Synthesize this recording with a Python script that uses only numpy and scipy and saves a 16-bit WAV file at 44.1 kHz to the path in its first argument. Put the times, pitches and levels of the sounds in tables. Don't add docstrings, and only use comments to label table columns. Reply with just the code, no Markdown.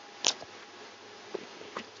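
import sys
import numpy as np
from scipy import signal
from scipy.fft import rfft, irfft, next_fast_len
from scipy.io import wavfile
from scipy.ndimage import map_coordinates

SR = 44100
rng = np.random.default_rng(int(sys.argv[2]) if len(sys.argv) > 2 else 0)


def dump(signal):
    limited = np.clip(np.atleast_2d(signal).T, -1, 1)
    pcm = np.round(limited * 32767).astype(np.int16)
    wavfile.write(sys.argv[1], SR, pcm)


N = 88200

# (frequency [Hz], density [dB])
HISS_SPECTRUM = [(20, -56.5), (50, -49), (100, -13.5), (160, -18), (220, -2.5), (400, -2.5), (560, -4),
                 (800, -3), (1100, -5), (1700, -6.5), (2200, -7.5), (5300, -11), (6700, -16.5), (7400, -29),
                 (9000, -43)]
# (centre [Hz], half-width [Hz], level [dB], drift [dB/s])
ROOM_HUMS = [(103, 7.6, -79.5, 5.5), (356, 10, -67, 0.5), (422.6, 19, -64, 4), (1665, 2, -64.5, -4)]
# (time [s], level [dB])
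RUSTLE_ENVELOPE = [(0, -66.5), (1.3, -65), (1.38, -50), (1.52, -64), (1.65, -49.5), (1.71, -57.5),
                   (1.79, -48), (1.84, -58), (2, -65)]
# (frequency [Hz], level [dB])
RUSTLE_SPECTRUM = [(40, -21.5), (100, -8), (250, 1.5), (420, 9.5), (700, -21.5), (1400, -16), (3000, -0.5),
                   (7000, -55)]
# (peak time [s], level [dB], centre [Hz], half-width [oct], rise [s], t60 [s])
FINGER_RUBS = [(0.267, -26.5, 6670, 0.11, 0.0041, 0.012), (0.412, -46, 5000, 0.24, 0.013, 0.028),
               (.635, -47.5, 1450, 0.73, 0.032, 0.044), (1.344, -36.5, 1230, 0.51, 0.0013, 0.013),
               (1.437, -48, 2460, 0.72, .001, 0.014), (1.614, -43, 1600, 0.62, 0.00074, 0.017),
               (1.769, -32.5, 1160, 0.35, 0.0059, 0.078), (1.793, -42, 3860, 0.72, 0.0089, 0.03),
               (1.803, -44, 1990, 0.13, 0.036, 0.025), (1.847, -50, 4930, .12, 0.0025, 0.026),
               (1.97, -49, 4500, 0.38, 0.01, 0.06)]
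# (time [s], level [dB], pitch [Hz], t60 [s])
FINGER_BUMPS = [(.411, -30.5, 488, 0.011), (.4232, -25, 687, 0.025), (.424, -39.5, 170, 0.028),
                (0.434, -40, 90, 0.064), (1.3446, -24.5, 385, 0.065), (1.3506, -16.5, 474, 0.016),
                (1.385, -32, 370, 0.024), (1.413, -35.5, 414, 0.034), (1.433, -34, 240, 0.03),
                (1.568, -35.5, 329, 0.029), (1.613, -27.5, 470, 0.015), (1.652, -30.5, 403, 0.02),
                (1.767, -23.5, 490, 0.013), (1.766, -37, 204, 0.066), (1.80, -35.5, 221, 0.08)]
# (frequency [Hz], level [dB])
THUD_SPECTRUM = [(30, -30.5), (110, 0), (400, 13.5), (800, 5.5), (1500, -25), (4000, -10), (7000, -35)]
# (time [s], level [dB])
GURGLE_ENVELOPE = [(.236, -67), (.245, -37), (.256, -44), (.27, -34), (.278, -57), (.296, -48.5),
                   (.304, -34.5), (.322, -42.5), (.345, -68)]
# (frequency [Hz], level [dB])
GURGLE_SPECTRUM = [(60, -29), (200, -11), (500, -5.5), (790, 1), (1150, -7), (1700, -12), (5000, -18)]
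# (time [s], level [dB])
JET_ENVELOPE = [(.274, -39.5), (.2815, -31.5), (.285, -24), (.2862, -28), (.292, -22), (.2972, -29),
                (.301, -39), (.316, -36.5), (.33, -52), (.35, -75)]
# (frequency [Hz], level [dB])
JET_SPECTRUM = [(200, -18.5), (900, -11), (1800, -14.5), (3200, -2.5), (4200, -0.5), (5400, 2),
                (6700, -8.5), (7600, -10)]
# (time [s], pitch [Hz], level [dB])
WHISTLE_GLIDE = [(.282, 6520, -60), (.2831, 6620, -5), (.2845, 6060, -63), (.2865, 5930, -26),
                 (.2898, 4960, -15.5), (.2915, 4340, -52), (.2937, 3830, -26.5), (.298, 3590, -24),
                 (.303, 3160, -55)]
# (peak time [s], skin swell [s], low skin mode [Hz], level [dB],
# high skin mode [Hz], level [dB], pocket mode [Hz], level [dB])
POCKET_POPS = [(0.2468, 0.0004, 3490, -14.5, 5400, -18, 514, -27.5),
               (.2673, 0.00049, 2700, -15, 5700, -15, 474, -26.5),
               (0.2679, .00032, 3400, -10.5, 6230, -11, 750, -14),
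               (0.2818, 0.00042, 3170, -17.5, 6420, -28, 900, -32.5)]

HISS_DB, HISS_DRIFT_DB, RIPPLE_DB, RIPPLE_SPACING_HZ = -50, 1.24, 2.3, 26
WHINE_HZ, WHINE_WANDER_HZ, WHINE_DB, WHINE_FADE_DB_PER_S = 822, 6.4, -56, 4.5
GRAIN_RATE_HZ, RUB_GRAIN_DB = 891.7, 1.5
BUMP_ATTACK_S, THUD_DB, THUD_T60_S = 0.0012, -12.5, 0.039
POCKET_SWELL_CYCLES = 0.45
LOW_CUT_HZ, HIGH_CUT_HZ = 125, 7150
TIME_S = np.arange(N) / SR


def amp(db):
    return 10 ** (np.asarray(db) / 20)


def curves(rows):
    times_s, *columns = np.transpose(rows)
    return [np.interp(TIME_S, times_s, column) for column in columns]


def gated_gain(rows):
    return amp(curves(rows)[-1]) * (TIME_S > rows[0][0]) * (TIME_S < rows[-1][0])


def wobble(rate_hz):
    return map_coordinates(rng.standard_normal(N // 8), [TIME_S * rate_hz], mode="wrap")


def filtered(x, response):
    size = next_fast_len(N + 8192)
    hz = np.fft.rfftfreq(size, 1 / SR) + 1
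    return irfft(rfft(x, size) * response(hz), size)[:N]


def colour(spectrum):
    points_hz, db = np.transpose(spectrum)
    return lambda hz: amp(np.interp(np.log(hz), np.log(points_hz), db))


def noise(response, grain_db=0):
    white = rng.standard_normal(N)
    x = filtered(white * amp(grain_db * wobble(GRAIN_RATE_HZ)), response)
    return x / np.sqrt(np.mean(x ** 2) + 1e-20)


def decay(start_s, attack_s, t60_s):
    t = np.maximum(TIME_S - start_s, 0)
    return (1 - np.exp(-t / attack_s)) * np.exp(-np.log(1000) * t / t60_s)


def damped_mode(peak_s, hz, swell_s):
    t = np.maximum(TIME_S - peak_s + swell_s, 0)
    return np.sin(2 * np.pi * hz * t) * (t / swell_s * np.exp(1 - t / swell_s)) ** 2


def hiss():
    knots = rng.standard_normal(SR // 2)
    ripple = lambda hz: amp(RIPPLE_DB * map_coordinates(knots, [hz / RIPPLE_SPACING_HZ]))
    gain = amp(HISS_DB + HISS_DRIFT_DB * wobble(9.03))
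    return gain * noise(lambda hz: colour(HISS_SPECTRUM)(hz) * ripple(hz))


def room_hum():
    out = np.zeros(N)
    for centre_hz, half_width_hz, db, drift_db_per_s in ROOM_HUMS:
        band = noise(lambda hz: 1 / (1 + ((hz - centre_hz) / half_width_hz) ** 2))
        out += amp(db + drift_db_per_s * TIME_S) * band
    return out


def whine(waver_db=3.3):
    hz = WHINE_HZ + WHINE_WANDER_HZ * wobble(9.6)
    db = WHINE_DB - WHINE_FADE_DB_PER_S * TIME_S + waver_db * wobble(6.2)
    return amp(db) * np.sin(2 * np.pi * np.cumsum(hz) / SR)


def hand_rustle(waver_db=2.5):
    db = curves(RUSTLE_ENVELOPE)[0] + waver_db * wobble(35.07)
    return amp(db) * noise(colour(RUSTLE_SPECTRUM), RUB_GRAIN_DB)


def rubs():
    out = np.zeros(N)
    for peak_s, db, centre_hz, half_width_oct, rise_s, t60_s in FINGER_RUBS:
        t = TIME_S - peak_s
        envelope = np.exp(np.minimum(t / rise_s, -np.log(1000) * t / t60_s))
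        band = noise(lambda hz: 1 / (1 + (np.log2(hz / centre_hz) / half_width_oct) ** 2), RUB_GRAIN_DB)
        out += amp(db) * envelope * band
    return out


def bumps():
    thud_noise = noise(colour(THUD_SPECTRUM))
    out = np.zeros(N)
    for start_s, db, hz, t60_s in FINGER_BUMPS:
        note = np.sin(2 * np.pi * hz * (TIME_S - start_s)) * decay(start_s, BUMP_ATTACK_S, t60_s)
        thud = amp(THUD_DB) * thud_noise * decay(start_s, BUMP_ATTACK_S, THUD_T60_S)
        out += amp(db) * (note + thud)
    return out


def gurgle():
    return gated_gain(GURGLE_ENVELOPE) * noise(colour(GURGLE_SPECTRUM), grain_db=2.5)


def squirt(pitch_waver=0.035):
    jet = gated_gain(JET_ENVELOPE) * noise(colour(JET_SPECTRUM), grain_db=2)
    hz = curves(WHISTLE_GLIDE)[0] * (1 + pitch_waver * wobble(1200))
    whistle = gated_gain(WHISTLE_GLIDE) * np.sin(2 * np.pi * np.cumsum(hz) / SR)
    return jet + whistle


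def pops():
    out = np.zeros(N)
    for peak_s, swell_s, low_hz, low_db, high_hz, high_db, pocket_hz, pocket_db in POCKET_POPS:
        out += amp(low_db) * damped_mode(peak_s, low_hz, swell_s)
        out += amp(high_db) * damped_mode(peak_s, high_hz, swell_s)
        out += amp(pocket_db) * damped_mode(peak_s, pocket_hz, POCKET_SWELL_CYCLES / pocket_hz)
    return out


def scene():
    putty = pops() + squirt() + gurgle() + bumps() + rubs() + hand_rustle()
    low_cut = signal.butter(2, LOW_CUT_HZ, "high", fs=SR, output="sos")
    return (signal.sosfilt(low_cut, putty) + room_hum() + hiss() + whine())[None]


def record(dry):
    return filtered(dry[0], lambda hz: 1 / np.sqrt(1 + (hz / HIGH_CUT_HZ) ** 70))[None]


dry = scene()
out = record(dry)
dump(out)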